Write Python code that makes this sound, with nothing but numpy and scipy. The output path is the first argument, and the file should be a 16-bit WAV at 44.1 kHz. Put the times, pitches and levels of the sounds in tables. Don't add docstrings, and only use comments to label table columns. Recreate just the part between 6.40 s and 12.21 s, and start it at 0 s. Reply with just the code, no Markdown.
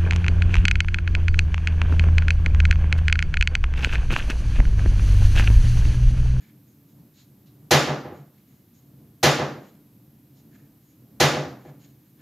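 import sys
import numpy as np
from scipy import signal
from scipy.fft import rfft, irfft
from scipy.io import wavfile

SR = 44100
rng = np.random.default_rng(int(sys.argv[2]) if len(sys.argv) > 2 else 0)


def unload_audio(sound):
    columns = np.transpose(np.atleast_2d(sound))
    steps = np.round(np.clip(columns, -1, 1) * 32767)
    wavfile.write(sys.argv[1], SR, steps.astype(np.int16))


def gain_from_decibels(decibels):
    exponent = np.asarray(decibels, float) / 20
    return 10 ** exponent


N = 256220

# (frequency [Hz], side minus mid [dB])
AMBIENT_SIDE = [(60, -20.5), (110, -30), (200, -24), (380, -11.5), (700, -9.5), (1290, -7), (2380, -7.5),
                (4400, -5), (8120, -5.5), (15000, -8)]


def rms_one(x):
    return x / np.sqrt(np.mean(x ** 2) + 1e-20)


def at_hz(points, hz):
    table_hz, value = np.array(points).T
    return np.interp(np.log(np.maximum(hz, 1)), np.log(table_hz), value)


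def coloured(spectrum, side, size):
    hz = np.fft.rfftfreq(size, 1 / SR)
    side_gain = np.array([np.ones_like(hz), gain_from_decibels(at_hz(side, hz))])
    return rfft(rng.standard_normal((2, size))) * gain_from_decibels(at_hz(spectrum, hz)) * side_gain, hz


def left_right(mid_side):
    return np.array([[1, 0.83], [1, -0.79]]) @ mid_side


def steady_noise(spectrum):
    spectra, _ = coloured(spectrum, AMBIENT_SIDE, N)
    return rms_one(left_right(irfft(spectra, N)))


def drift(rate_hz):
    steps = int(N / SR * rate_hz) + 2
    return np.interp(np.arange(N) / SR * rate_hz, np.arange(steps), rng.standard_normal(steps))


def ring(clicks, hz, t60_s):
    r, w = gain_from_decibels(-60 / (t60_s * SR)), 2 * np.pi * hz / SR
    return signal.lfilter([0, np.sin(w)], [1, -2 * r * np.cos(w), r * r], clicks + 1e-18)


def resonance(x, hz, width_hz):
    r = np.exp(-np.pi * width_hz / SR)
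    feed = np.array([1, 0, -1]) * (1 - r * r) / 2
    return signal.lfilter(feed, [1, -2 * r * np.cos(2 * np.pi * hz / SR), r * r], x)


def microphone_hiss():
    # (frequency [Hz], level [dB per Hz])
    hiss_spectrum = [(300, -11.5), (1000, -7), (3500, -9), (9500, -12), (11000, -6), (11700, 0),
                     (12800, 0.5), (13800, 0), (14900, -9), (15900, -8)]
    return gain_from_decibels(-67) * steady_noise(hiss_spectrum)


def house():
    # (frequency [Hz], level [dB per Hz])
    drone_spectrum = [(15, -60.5), (25, -33.5), (64, -18.5), (100, -11), (136, 0), (166, -8.5), (223, -7),
                      (249, -12.5), (290, -6), (340, -16.5), (430, -23.5), (860, -33.5), (1500, -42.5),
                      (3000, -53)]
    level_db, flutter_db = -56, 2
    return steady_noise(drone_spectrum) * gain_from_decibels(level_db + flutter_db * drift(6.5))


def paws():
    # (start [s], length [s], rub level [dB], rub pitch [Hz], claw level [dB])
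    scuffs = [(-.05, .1, -66, 2100, -75), (0.258, 0.051, -82, 2500, -73.5), (0.478, .05, -82, 5000, -79),
              (0.733, .06, -67, 4100, -69), (1.057, .008, -71, 3700, -87), (1.699, .069, -70, 2400, -74),
              (1.92, .072, -76, 2600, -86), (2.07, .08, -79, 2700, -75), (2.333, .03, -77, 5000, -68),
              (3.14, .16, -70, 2600, -74), (3.939, 0.049, -71.5, 5010, -75), (4.107, .07, -69, 1750, -75),
              (4.408, .12, -84, 2100, -73), (5.17, .13, -68, 1900, -75), (5.388, .06, -69, 3400, -68),
              (5.629, .05, -83, 2600, -79), (5.771, 0.033, -71, 1700, -85.5)]
    # (frequency [Hz], width [Hz])
    scuff_colours = [(1740, 210), (2200, 320), (3000, 900), (4000, 600), (5300, 1800), (6650, 260)]
    rough_db, t60_s, top_hz = 2.5, 0.35, 7100
    rise_share = 0.3
    rub_fall_db_per_octave, claw_fall_db_per_octave = 15, 30
    control_step = 32

    friction = left_right(rng.standard_normal((2, N)) * [[1], [.35]]) * gain_from_decibels(rough_db * drift(51))
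    start_s, length_s, rub_db, rub_hz, claw_db = np.transpose(scuffs)[:, :, None]
    since_s = np.maximum(np.arange(0, N, control_step) / SR - start_s, 0)
    rise = 1 - np.exp(-since_s / (rise_share * length_s))
    strokes = rise * gain_from_decibels(-60 * np.maximum(since_s - length_s, 0) / t60_s)
    claw_hz = scuff_colours[-1][0]
    out = 0
    for hz, width_hz in scuff_colours:
        rub = gain_from_decibels(rub_db - rub_fall_db_per_octave * abs(np.log2(hz / rub_hz)))
        claw = gain_from_decibels(claw_db - claw_fall_db_per_octave * abs(np.log2(hz / claw_hz)))
        level = np.repeat((np.hypot(rub, claw) * strokes).sum(axis=0), control_step)[:N]
        out = out + level * rms_one(resonance(friction, hz, width_hz))
    return signal.sosfilt(signal.butter(6, top_hz, fs=SR, output="sos"), out)


def kitchen_echo():
    # (frequency [Hz], level [dB per Hz])
    echo_spectrum = [(24, -63), (60, -40.5), (140, -16.5), (210, -14.5), (367, -14), (600, -10.5),
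                     (1230, -13.5), (2200, -15), (4020, -18), (6830, -22.5), (7300, -24), (7900, -35),
                     (12500, -29.5), (14500, -34.5), (16000, -45.5)]
    # (frequency [Hz], side minus mid [dB])
    echo_side = [(60, -19.5), (110, -40.5), (200, -24.5), (380, -9), (700, -12.5), (1290, -7), (2380, -9),
                 (4400, -8.5), (8120, -9), (15000, -9)]
    # (frequency [Hz], time constant [s])
    echo_rise = [(100, 0.008), (1000, 0.014), (4000, 0.0078), (8000, 0.0038)]
    # (frequency [Hz], t60 [s])
    echo_t60 = [(60, 1), (200, 0.98), (600, 0.53), (1500, 0.54), (3000, 0.48), (6000, 0.53), (7400, .44),
                (8000, 0.44), (12000, 0.37), (15500, 0.22)]
    early_db, early_t60_s = -5, 0.12
    late_loss_db, late_s = 3.5, 0.34

    size = SR
    spectra, hz = coloured(echo_spectrum, echo_side, size)
    t, echo = np.arange(size) / SR, 0
    octave = np.log2(np.maximum(hz, 1))
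    for centre in np.arange(5, 14.5, .5):
        band = irfft(spectra * np.clip(1 - 2 * abs(octave - centre), 0, 1), size)
        rise = 1 - np.exp(-t / at_hz(echo_rise, 2 ** centre))
        echo = echo + band * rise * gain_from_decibels(-60 * t / at_hz(echo_t60, 2 ** centre))
    scale = np.std(irfft(spectra[0], size))
    early = 1 + gain_from_decibels(early_db - 60 * t / early_t60_s)
    late = gain_from_decibels(-late_loss_db * (t / late_s) ** 4)
    return left_right(echo) / scale * early * late


def closings():
    # (time [s], blow level [dB], far-edge slap [dB re blow])
    slams = [
        (1.3074, -2, -1.5),
        (2.8285, -3, 1),
        (4.7995, -3.5, -3.5),
    ]
    # (time [s], blow level [dB], panel ring, far-edge slap, boom [dB re blow])
    rebounds = [(1.468, -11, -4.5, 2, -3), (1.642, -24.5, .6, -4, -9), (1.708, -34, 9, 2.1, -6),
                (1.753, -41, -2.1, 5, 12.5), (2.984, -10.5, -2.1, .4, -5.5), (3.067, -35, .1, 3, 12),
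                (3.140, -31, 3, -7, -10.1), (4.934, -13, -2.1, 4, -4.5), (4.975, -26, -11, 2.1, 4.5),
                (5.045, -28, 7, -4.5, 1.1), (5.096, -40, -6, -6, 2.1), (5.246, -35, 4.5, 6.5, 6)]
    hard_hz, panel_db, boom_db = 14000, -0.95, -2.1
    rebound_hard_hz, halves_per_db = 1950, .03

    hits = [(s, db, hard_hz, panel_db, slap_db, boom_db) for s, db, slap_db in slams]
    for s, db, *parts_db in rebounds:
        hits.append((s, db, rebound_hard_hz * 2 ** (halves_per_db * db), *parts_db))
    return hits


def contacts():
    panel_delay_s, slap_delay_s, boom_delay_s = .004, 0.033, .026
    slap_softness = .2
    forces, click = np.zeros((4, N)), np.eye(1, 900)[0]
    for s, db, hard_hz, panel_db, slap_db, boom_db in closings():
        parts = [(0, 0, 1),
                 (panel_delay_s, panel_db, 1),
                 (slap_delay_s, slap_db, slap_softness),
                 (boom_delay_s, boom_db, 1)]
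        for force, (delay_s, part_db, share) in zip(forces, parts):
            r = np.exp(-2 * np.pi * max(hard_hz * share, 600) / SR)
            push = signal.lfilter([(1 - r) ** 2], [1, -2 * r, r * r], click)
            at = round((s + delay_s) * SR)
            force[at:at + 900] += gain_from_decibels(db + part_db) * push
    return forces


def air_boom(push):
    hz, split_hz, t60_s = 142.54, 14, 0.38
    return gain_from_decibels(-14.5) * (ring(push, hz - split_hz / 2, t60_s) - ring(push, hz + split_hz / 2, t60_s))


def door():
    # (frequency [Hz], level re blow [dB], level re slap [dB], t60 [s])
    door_modes = [(86, -22.5, -43.5, .35), (115, -12, -36, 0.032), (202, -29, -36.5, 0.12),
                  (241, -23.5, -26.5, 0.29), (282, -23.5, -28, .25), (327.6, -16.5, -37.5, 0.24),
                  (363, -14, -37, 0.2), (490, -19, -24, 0.31), (512, -26, -26.5, 0.21),
                  (607, -20.5, -17.5, 0.16), (748, -21, -15, 0.2), (752, -28.5, -22.5, 0.15),
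                  (805, -15, -16.5, 0.21), (946, -34, -30.5, .15), (1160, -25, -35, 0.043),
                  (1276, -29.5, -35.5, 0.076), (1360, -42.5, -38, 0.13), (1424, -27.5, -24.5, 0.15),
                  (1732, -26, -37, 0.34), (1694, -29, -34.5, 0.12), (2038, -22.5, -35, 0.15)]
    echo_db, echo_slap_db, radiates_above_hz = -11, -14.5, 42

    blow, panel, slap, push = contacts()
    wood = 0
    for k, (hz, blow_db, slap_db, t60_s) in enumerate(door_modes):
        drive = gain_from_decibels(blow_db) * panel + gain_from_decibels(slap_db) * slap
        wood = wood + (-1) ** k * ring(drive, hz, t60_s)
    force = blow + gain_from_decibels(echo_slap_db) * slap
    echo = gain_from_decibels(echo_db) * signal.fftconvolve(force[None], kitchen_echo())[:, :N]
    high_pass = signal.butter(2, radiates_above_hz, "high", fs=SR, output="sos")
    return signal.sosfilt(high_pass, wood + air_boom(push) + echo)


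def scene():
    return house() + paws() + door()


def top_cut(x):
    return signal.sosfilt(signal.butter(12, 16790, fs=SR, output="sos"), x)


def record(dry):
    balance_db, cutoff_hz = [[-.2], [.2]], 16150
    rounded = .9 * np.tanh((dry + microphone_hiss()) * gain_from_decibels(balance_db) / 0.7)
    mix = signal.sosfilt(signal.cheby2(16, 60, cutoff_hz, fs=SR, output="sos"), rounded)
    return top_cut(mix)


dry = scene()
out = record(dry)
unload_audio(out)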